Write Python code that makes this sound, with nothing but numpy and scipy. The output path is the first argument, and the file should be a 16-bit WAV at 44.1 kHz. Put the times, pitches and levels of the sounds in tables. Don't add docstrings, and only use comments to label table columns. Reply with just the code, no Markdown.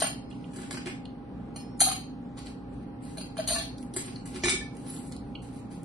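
import sys
import numpy as np
from scipy import signal
from scipy.fft import rfft, irfft
from scipy.io import wavfile
from scipy.ndimage import uniform_filter1d

SR = 44100
rng = np.random.default_rng(int(sys.argv[2]) if len(sys.argv) > 2 else 0)


def store_pcm(level_fs):
    pcm = np.round(np.clip(level_fs, -1, 1) * 32767).astype(np.int16)
    wavfile.write(sys.argv[1], SR, np.atleast_2d(pcm).T)


def makeup_ratio(level_db):
    decades = np.asarray(level_db, float) / 20
    return 10 ** decades


N = 257940


def tilt(points, size):
    hz, db = np.transpose(points)
    return np.interp(np.log(np.fft.rfftfreq(size, 1 / SR) + 1), np.log(hz), db)


def band(x, lo_hz, hi_hz):
    return signal.sosfilt(signal.butter(3, [lo_hz, hi_hz], "bandpass", fs=SR, output="sos"), x)


def fade(t, t60):
    return np.exp(-np.log(1000) * t / t60)


def unit(x):
    return x / np.max(np.abs(x))


def walk(rate_hz):
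    hold = int(SR / rate_hz)
    steps = np.repeat(rng.standard_normal(N // hold + 1), hold)
    return uniform_filter1d(steps, hold)[:N]


def add(out, start_s, x):
    i = int(start_s * SR)
    out[i:i + len(x)] += x[:len(out) - i]


# centre_s, peak_db
SHUDDERS = [
    (1.3, -48.5),
    (1.75, -49.5),
    (2.098, -50.5),
    (2.55, -40),
    (2.9, -43),
    (3.6, -38.5),
    (4.5, -34.5),
    (5.23, -37.5),
    (5.7, -53),
]


def rumble():
    floor_db, swell_s = -70.5, 0.19
    t = np.arange(N) / SR
    shudder = band(rng.standard_normal(N), 49, 72)
    swell = sum(makeup_ratio(db) * np.exp(-((t - s) / swell_s) ** 2) for s, db in SHUDDERS)
    return shudder / shudder.std() * makeup_ratio(-11.0) * (makeup_ratio(floor_db) + swell)


# pitch_hz, level_db, width_hz
MOTORS = [(55.2, -56.5, 5.3), (119.9, -53.5, 5), (179, -53, 7.3), (230, -55.5, 7.65), (254.9, -47.5, 4.55),
          (285.4, -50.5, 0.28), (717, -66.5, .5), (809.4, -58, 0.28)]


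def motors():
    t, mid, side = np.arange(N) / SR, 0, 0
    for hz, db, width_hz in MOTORS:
        wander = np.cumsum(rng.standard_normal(N)) * np.sqrt(2 * np.pi * width_hz / SR)
        phase = 2 * np.pi * hz * t + wander
        size = np.sqrt(2) * makeup_ratio(db + 0.5 * width_hz * walk(9.5))
        mid = mid + size * np.sin(phase)
        side = side + size * min(hz / 1200, .5) * np.sin(phase + 1.3)
    return mid, side


def air(points, db):
    x = irfft(rfft(rng.standard_normal(N)) * makeup_ratio(tilt(points, N)), N)
    return x / x.std() * makeup_ratio(db + .8 * walk(3))


# pitch_hz, density_db (per Hz)
HUM_MID = [(15, -61.5), (25, -35), (48, -28.5), (69, -6.5), (90, -16), (123, -3.5), (256, -2), (350, -11.5),
           (510, -14.5), (680, -24.5), (830, -19), (887, -22), (5000, -53.5), (6500, -99.5), (11000, -120)]
HUM_SIDE = [(15, -73.5), (25, -53.5), (76, -25.5), (123, -24.5), (161, -13.5), (251, -6.5), (320, -13),
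            (499, -13.5), (533, -15), (569, -14), (777, -28), (1240, -25.5), (5000, -45.5), (6500, -88),
            (11000, -120)]


def fridges_and_fans():
    tone_mid, tone_side = motors()
    mid = air(HUM_MID, -43.5) + tone_mid
    side = air(HUM_SIDE, -51.5) + tone_side - 0.068 * mid
    return mid, side


def grains():
    return rng.standard_normal(N) ** 3 * makeup_ratio(3 * walk(120) + 2.5 * walk(25))


# start_s, treble_peak_db,
# rise_s, die_away_s, low_grains_db (re treble)
RUSTLES = [(0.0, -24.5, 0.00077, 0.044, -6), (5.04, -58, 0.028, 0.1, -20), (0.298, -71.5, 0.0034, 0.69, 14),
           (0.499, -54, 0.048, 0.43, 1), (2.364, -51.5, 0.0075, 0.12, 4.2), (2.453, -50, 0.0037, 0.1, 3),
           (2.68, -71.5, 0.046, 0.38, 7), (3.001, -53.5, 0.032, 0.27, -2), (3.489, -36, 0.0033, 0.27, 2),
           (3.57, -58.5, 0.013, 0.067, -8), (3.771, -50, 0.0074, 0.14, -8.5),
           (3.935, -60.5, 0.0056, 0.056, -5), (3.97, -46, 0.012, 0.069, 3.5),
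           (4.03, -66, 0.0099, 0.28, 16.5), (4.15, -69, 0.014, 0.066, 15.5),
           (4.245, -46.5, 0.021, 0.11, -5), (4.3, -53.5, 0.053, 0.083, 9.5), (4.7, -55.5, 0.065, 0.51, -1),
           (4.82, -48, 0.082, 0.38, -9), (4.91, -62, 0.037, 0.15, 8.5), (5.113, -56.5, 0.0038, 0.063, 8.5),
           (5.2, -72, 0.053, 0.45, -0.5), (5.414, -55.5, 0.0068, 0.25, -0.5),
           (5.518, -56, 0.0089, 0.27, -1.5), (5.69, -54, 0.023, 0.15, -2)]


def rustle():
    high, low = grains(), grains()
    high = band(high, 6600, 13000)
    low = band(low, 680, 8700) + 0.6 * band(low, 3610, 4790)
    high, low = high / high.std(), low / low.std()
    out, t = np.zeros(N), np.arange(N) / SR
    for s, db, rise_s, fall_s, low_db in RUSTLES:
        swell = np.clip((t - s) / rise_s, 0, 1) ** 2
        stroke = swell * fade(np.maximum(t - s - rise_s, 0) ** 2, fall_s ** 2)
        out += makeup_ratio(db) * stroke * (high + makeup_ratio(low_db) * low)
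    return out


# start_s, peak_db, pitch_hz, treble_db (re peak)
TICKS = [(0.3114, -43, 2800, -28), (0.327, -62, 2410, -33), (0.442, -42.5, 2730, -16.5),
         (0.5342, -53, 3000, -4), (1.054, -38.5, 3480, -8), (2.3766, -43.5, 4500, -8),
         (2.4692, -36.5, 3610, -14), (3.0515, -51, 3740, 9), (3.782, -40, 4530, 2),
         (3.827, -51, 2400, 13.5), (3.938, -41, 3970, 11), (4.1567, -44, 4450, 0), (4.6311, -59, 2310, -27),
         (4.7679, -58, 2230, 20.5), (4.751, -58.5, 2300, 13), (5.0105, -60.5, 3900, 12),
         (4.8751, -47, 4130, -3), (4.964, -39, 3920, -7), (5.005, -58, 3960, 5), (5.1215, -43.5, 4150, 9.5),
         (5.164, -43, 4050, 5.5), (5.351, -39.5, 2800, -39.5), (5.4266, -64.5, 2630, -12),
         (5.8318, -60.5, 3100, 18.5)]


def ticks():
    out, t = np.zeros(N), np.arange(SR // 20) / SR
    for s, peak_db, hz, treble_db in TICKS:
        grit = rng.standard_normal(len(t))
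        click = unit(band(grit * (1 - fade(t, .003)) * fade(t, .016), hz * .8, hz * 1.3))
        edge = unit(band(grit * fade(t, 0.013), 5800, 14000))
        add(out, s, makeup_ratio(peak_db + 7.5) * (click + makeup_ratio(treble_db) * edge))
    return out


# pitch_hz, t60_s
PARTIALS = [(1141, .2), (1227, .2), (1748, .2), (2288, .17), (2422, 1.2), (2860, .03), (4260, .06),
            (4290, .035), (5150, .9), (5480, .8), (6430, .1), (8980, .13), (10350, .12), (9570, .1),
            (9810, .15), (10900, .2), (9015, .15), (5900, .12), (8800, .2)]
# start_s, level_db
STRIKES = [
    [(3.551, -42.5)],
    [(1.862, -37.5)],
    [(.021, -47), (3.555, -39), (4.44, -38), (4.61, -45)],
    [(4.44, -40), (4.47, -44), (4.487, -43), (4.503, -38), (4.55, -49), (4.58, -50), (4.628, -51)],
    [(1.562, -62)],
    [(.313, -51), (.327, -45), (.443, -49), (5.354, -36.5)],
    [(.085, -39.5), (1.563, -33.5)],
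    [(4.16, -40), (5.124, -44.5), (5.165, -44.5), (5.354, -46)],
    [(.02, -52.5), (1.575, -56.5)],
    [(1.575, -58.5)],
    [(1.807, -14.5)],
    [(.0205, -18.5), (.03, -32), (.04, -36), (.068, -35)],
    [(4.88, -46), (4.9, -42)],
    [(4.49, -34), (4.505, -30.5)],
    [(1.806, -27.5), (1.83, -32)],
    [(1.82, -29)],
    [(1.815, -25.5), (1.845, -31.5)],
    [(1.56, -48.5)],
    [(1.56, -45)],
]


def pings():
    beats_per_t60, flutter_db = 5, 4
    out, t = np.zeros(N), np.arange(SR // 2) / SR
    rise = 1 - fade(t, .004)
    for (hz, t60), strikes in zip(PARTIALS, STRIKES):
        for s, db in strikes:
            twin_hz = hz + beats_per_t60 / t60 * rng.uniform(0.34, 1.4)
            pair = np.sin(2 * np.pi * hz * t) + 0.73 * np.sin(2 * np.pi * twin_hz * t)
            add(out, s, makeup_ratio(db) * rise * fade(t, t60) * pair)
    return out * makeup_ratio(flutter_db * walk(60))


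def knocks(hits, hollow, modes_hz, modes_db, mid_db, upper_db, ring_s, chatter_s, crack_db, thud_db, top_hz):
    out, t = np.zeros(N), np.arange(int(SR * .16)) / SR
    hz, db = (np.repeat(c, 4)[:, None] for c in (modes_hz, modes_db))
    for s, peak_db, low_db, blunt_db, bite_db in hits:
        chance = rng.standard_normal((4, len(t)))
        luck, split = chance[0, :len(hz), None], chance[3, :len(hz), None]
        _, low_hz, swell_s, low_s = [row for row in hollow if row[0] <= s][-1]
        low_hz *= 1 + 0.005 * chance[0, -1]

        pitch_hz = hz + 50 * split
        gain = makeup_ratio(db + 4.5 * luck)
        rings = fade(t, ring_s) * (gain * np.sin(2 * np.pi * pitch_hz * t)).sum(0)
        touch = (1 - fade(t, 0.0094)) * fade(t, chatter_s)
        chatter = (chance[1] ** 3 * touch)[:len(t) // 2]
        crack = makeup_ratio(crack_db) * chance[2] * touch
        body = unit(signal.fftconvolve(rings, chatter)[:len(t)]) + crack

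        note = np.sin(2 * np.pi * low_hz * t) + makeup_ratio(thud_db) * np.sin(2 * np.pi * low_hz / 3 * t)
        note *= (1 - fade(t, swell_s)) * fade(t, low_s)

        parts = makeup_ratio(low_db) * unit(note)
        parts += makeup_ratio(mid_db + blunt_db) * unit(band(body, 480, 3290))
        parts += makeup_ratio(upper_db + bite_db) * unit(band(body, 3210, 5800))
        parts += unit(band(body, 6300, top_hz))
        release = np.minimum(t[::-1] / .03, 1)
        add(out, s, makeup_ratio(peak_db) * parts * release)
    return out


# hollow_note_db, lower_modes_db, upper_modes_db
HEAP_HITS = [(0.533, -48, -16, 0, 3), (0.559, -38, -11, -2, -2.5), (0.567, -41, -4, -6, -8),
             (0.585, -49, 10.5, 13, 0), (0.615, -48, -8, 6, -5), (0.631, -43.5, -6, 8.5, 2.5),
             (0.7074, -27.5, -25, -2, 0.5), (0.7139, -33.5, -14, -1.5, -9), (0.7254, -32.5, -14, -3, 1.5),
             (0.742, -40, -6.5, 7, 0), (0.7703, -38, -9, 8, 5), (0.8573, -35.5, 0, 3.5, 7),
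             (0.8686, -34.5, -11, 6.5, 1), (0.88, -40.5, -6, 8, 2.5), (0.8953, -45.5, -2.5, 10, 5),
             (3.9393, -32, -14.5, -16, -8.5), (3.9619, -19, -12.5, -11.5, -8), (3.9743, -24, -22, -19, -10),
             (4.0561, -35, -18, -18, -7), (4.0797, -44.5, 2, 1, 4.5), (4.255, -35, -26, -7, -8),
             (4.3425, -42, 3.5, -10, -2), (4.3588, -35, -7.5, 0.5, -0.5)]
HEAP_HZ = [1700, 2100, 2900, 3500, 4200, 4900, 5600, 6300, 6800, 7700, 8700, 9300, 9900, 10450, 11000]
HEAP_DB = [3, 1, -24, -8, 6, 4, -35.5, -24, -1, 8, 8.5, 0, -7, -2, -24.5]
# from_s, pitch_hz, swell_s, ring_s
HOLLOW = [
    (0, 368.5, .04, .12),
    (3.9, 372.6, 0.045, 0.15),
    (4.4, 373.4, .04, 0.076),
]


def ice_heap():
    return knocks(HEAP_HITS, HOLLOW, HEAP_HZ, HEAP_DB, mid_db=-1.5, upper_db=0.0, ring_s=0.041,
                  chatter_s=0.037, crack_db=2.5, thud_db=-9.5, top_hz=11000)


# hollow_note_db, lower_modes_db, upper_modes_db
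BUCKET_HITS = [(4.4353, -23.5, -2.5, 7.5, 2.5), (4.444, -20, -16, -11, 1), (4.455, -23, -7.5, 4.5, -1),
               (4.4694, -22.5, -3, -2, -8), (4.4818, -19.5, -18, 6, -2), (4.4939, -16, -23, -6, -4),
               (4.505, -23, -21, -5, -9), (4.5198, -27.5, -9, 5, -3), (4.5355, -36, 5.5, -6, -7),
               (4.5538, -46, 5, 7, -1), (4.58, -52, 9, 0, 0), (4.6074, -49.5, 5, 1, -6)]
BUCKET_HZ = [1744, 2288, 2896, 3085, 3612, 3900, 4360, 5152, 6115, 6750, 7400, 7725, 8360, 8829, 9566, 9970,
             10190, 10800]
BUCKET_DB = [-2, 7.5, -14, -12, -12, -8.5, -14, -6.5, 0.5, 2, -0.5, 8, 4, 2, 4, -25.5, -30.5, -31]


def bucket():
    return knocks(BUCKET_HITS, HOLLOW, BUCKET_HZ, BUCKET_DB, mid_db=-4, upper_db=6.5, ring_s=0.076,
                  chatter_s=0.02, crack_db=-3, thud_db=-10.5, top_hz=10230)


# air_column_db, lower_modes_db, upper_modes_db
TUMBLER_HITS = [(0.0045, -24, -30, -25, 2), (0.0195, -16, -4, 2, -11), (0.0294, -31, -7.5, 0.5, 6.5),
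                (0.0404, -27, -1.5, 5, 4), (0.0544, -38, -16, -9, 6), (0.0694, -36, -20, 9, -4),
                (0.0874, -43, -22, 2.5, 0), (1.5594, -32, -22.5, -2, 0), (1.8035, -3.5, -37.5, -13, -16),
                (1.8095, -9.5, -35, -8, 0), (1.8144, -11.5, -8, -8, -5.5), (1.8284, -25, -14, -7, -8),
                (1.8381, -23, -34, -11, 0), (1.848, -29, -27, -7, 6), (1.8704, -22, -2.5, -6, -11),
                (1.8834, -25.5, -5, 3, 5.5), (1.899, -37, -19, 9, -12), (1.9144, -21, -32, 1, 0),
                (3.171, -33, -16, -1, 0), (3.18, -31.5, -11, -2, 3.5), (3.2094, -34, -22, 4, 2),
                (3.368, -35.5, -21.5, 5.5, 1), (3.377, -31, -12, -1, 4.5), (3.3877, -34.5, 9, 7, 1),
                (3.397, -34, 0.5, 9.5, 7), (3.4744, -15, -41, -14, -5), (3.483, -16.5, -22, -7, 0),
                (3.4934, -24, -20, -9, -1), (3.5044, -17.5, -12.5, -9, -3.5), (3.519, -23.5, -7, -21, -1),
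                (3.5294, -23, -31, -8, -5), (3.541, -25.5, -9, -8, 3), (3.5574, -27.5, -6, 6, 0.5),
                (3.5814, -30, -4.5, -7, 8.5), (3.595, -31.5, -11, 0, -2), (3.62, -35, -17, -9, -4)]
TUMBLER_HZ = [1750, 2422, 2850, 3210, 4130, 4330, 4780, 5350, 5980, 6520, 6860, 7450, 8650, 9010, 9310,
              9480, 9800, 10020, 10300, 10900, 11200]
TUMBLER_DB = [-10.5, -36.5, -14.5, -6.5, 0, 4.5, -2.5, -14.5, -8.5, 1, -4, -5.5, -8, 0.5, -1, -1, -3, -4.5,
              -9, -2, 1]
# from_s, pitch_hz, swell_s, ring_s
COLUMN = [
    (0, 664, .007, 0.03),
    (1.5, 740, .012, .038),
    (1.86, 746, 0.017, .075),
    (3.0, 640, .035, 0.041),
    (3.5, 658, .02, 0.047),
    (3.55, 674, 0.023, 0.068),
]


def tumbler():
    return knocks(TUMBLER_HITS, COLUMN, TUMBLER_HZ, TUMBLER_DB, mid_db=-2.5, upper_db=0.0, ring_s=.075,
                  chatter_s=0.024, crack_db=-8.5, thud_db=-33.5, top_hz=11800)


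# centre_hz, t60_s, level_db
ROOM_T60 = [
    (412, 0.16, -2.5),
    (1110, 0.32, -2),
    (3360, 0.38, 1.37),
    (8850, 0.27, 0.3),
]


def room(port, direct_db, wet_db, late_samples):
    t = np.arange(SR // 2) / SR
    edges = [60] + [np.sqrt(a[0] * b[0]) for a, b in zip(ROOM_T60, ROOM_T60[1:])] + [15000]
    tail = np.zeros(len(t))
    for lo, hi, (_, t60, db) in zip(edges, edges[1:], ROOM_T60):
        tail += band(rng.standard_normal(len(t)), lo, hi) * fade(t, t60) * makeup_ratio(db)
    tail *= makeup_ratio(5 * fade(t, .5) * walk(200)[:len(t)])
    tail *= makeup_ratio(wet_db) * (1 - fade(t, 0.016))
    tail[late_samples] += makeup_ratio(direct_db)
    cepstrum = irfft(np.log(makeup_ratio(tilt(port, size=2048))))
    cepstrum[1:1024] *= 2
    cepstrum[1025:] = 0
    return signal.fftconvolve(tail, irfft(np.exp(rfft(cepstrum))))


# pitch_hz, gain_db
PORT_MID = [(90, 4.5), (1500, -2), (5000, -6), (6700, -10), (7100, -8), (8000, -1), (8500, -4),
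            (10200, -0.5), (10700, -4.5), (11500, -13), (12000, -28)]
PORT_SIDE = [(90, -38.5), (600, -6), (1500, -1.5), (6000, -10), (7600, 0), (8200, -15), (8500, -42),
             (9700, -34.5), (10300, -1), (10800, 0.5), (11600, -8.5), (12000, -30)]


def scene():
    hiss = makeup_ratio(-81.5) * rng.standard_normal(N)
    dry = makeup_ratio(-2.5) * (tumbler() + bucket() + ice_heap()) + makeup_ratio(-4.5) * rustle() + hiss
    close = pings() + makeup_ratio(-5.0) * ticks()
    mid, side = fridges_and_fans()
    mid = mid + rumble()
    mid += signal.fftconvolve(dry, room(PORT_MID, 2.3, -28.0, late_samples=0))[:N]
    side += signal.fftconvolve(dry, room(PORT_SIDE, -0.5, -25.0, late_samples=9))[:N]
    mid += signal.fftconvolve(close, room(PORT_MID, 1.5, -37, late_samples=0))[:N]
    side += signal.fftconvolve(close, room(PORT_SIDE, -4, -37, late_samples=9))[:N]
    return np.array([mid + side, mid - side])


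def widen(v):
    coarse = v[32:].reshape(24, 4, -1).mean(1)
    return np.vstack([v[:32], np.repeat(coarse, 4, axis=0)])


def starve(x, margin_db, luck_db):
    _, _, z = signal.stft(x, nperseg=2048, noverlap=1024)
    bands = z[:1024].reshape(128, 8, -1)
    db = 10 * np.log10(np.mean(np.abs(bands) ** 2, axis=1) + 1e-18)
    luck = uniform_filter1d(rng.standard_normal(db.shape), size=4, axis=1) * np.sqrt(4)
    luck = uniform_filter1d(luck, size=3, axis=0) * np.sqrt(3)
    hz = np.arange(128)[:, None] * SR / 256
    near_db = widen(uniform_filter1d(db, size=13, axis=0))
    luck = widen(luck) * (1 + .3 * (hz > 5500))
    db, hz = widen(db), widen(hz)

    chance_db = db + luck_db * luck
    hunger_db = 6 * (hz > 6900) * (hz < 8400)
    keep = chance_db > near_db - margin_db + hunger_db
    keep &= (hz < 10500) | (chance_db > -94 + 7 * (hz - 10500) / 1000)
    keep &= (hz < 5800) | (hz > 8400) | (chance_db > -103)
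    keep[:9] = True
    strong = np.abs(z[:1024]) > np.repeat(makeup_ratio(db - 4) * (hz > 4000), 8, axis=0)
    z[:1024] *= strong * np.repeat(keep, 8, axis=0)
    return signal.istft(z, nperseg=2048, noverlap=1024)[1][:N]


def roll_off(x):
    return signal.sosfilt(signal.butter(12, 12390, fs=SR, output="sos"), x)


def record(dry):
    left, right = signal.sosfilt(signal.ellip(8, .2, 70, 12300, fs=SR, output="sos"), dry)
    mid = starve((left + right) / 2, margin_db=5., luck_db=3.6)
    side = starve((left - right) / 2, margin_db=5., luck_db=3.6)
    return roll_off(np.array([mid + side, mid - side]))


dry = scene()
out = record(dry)
store_pcm(out)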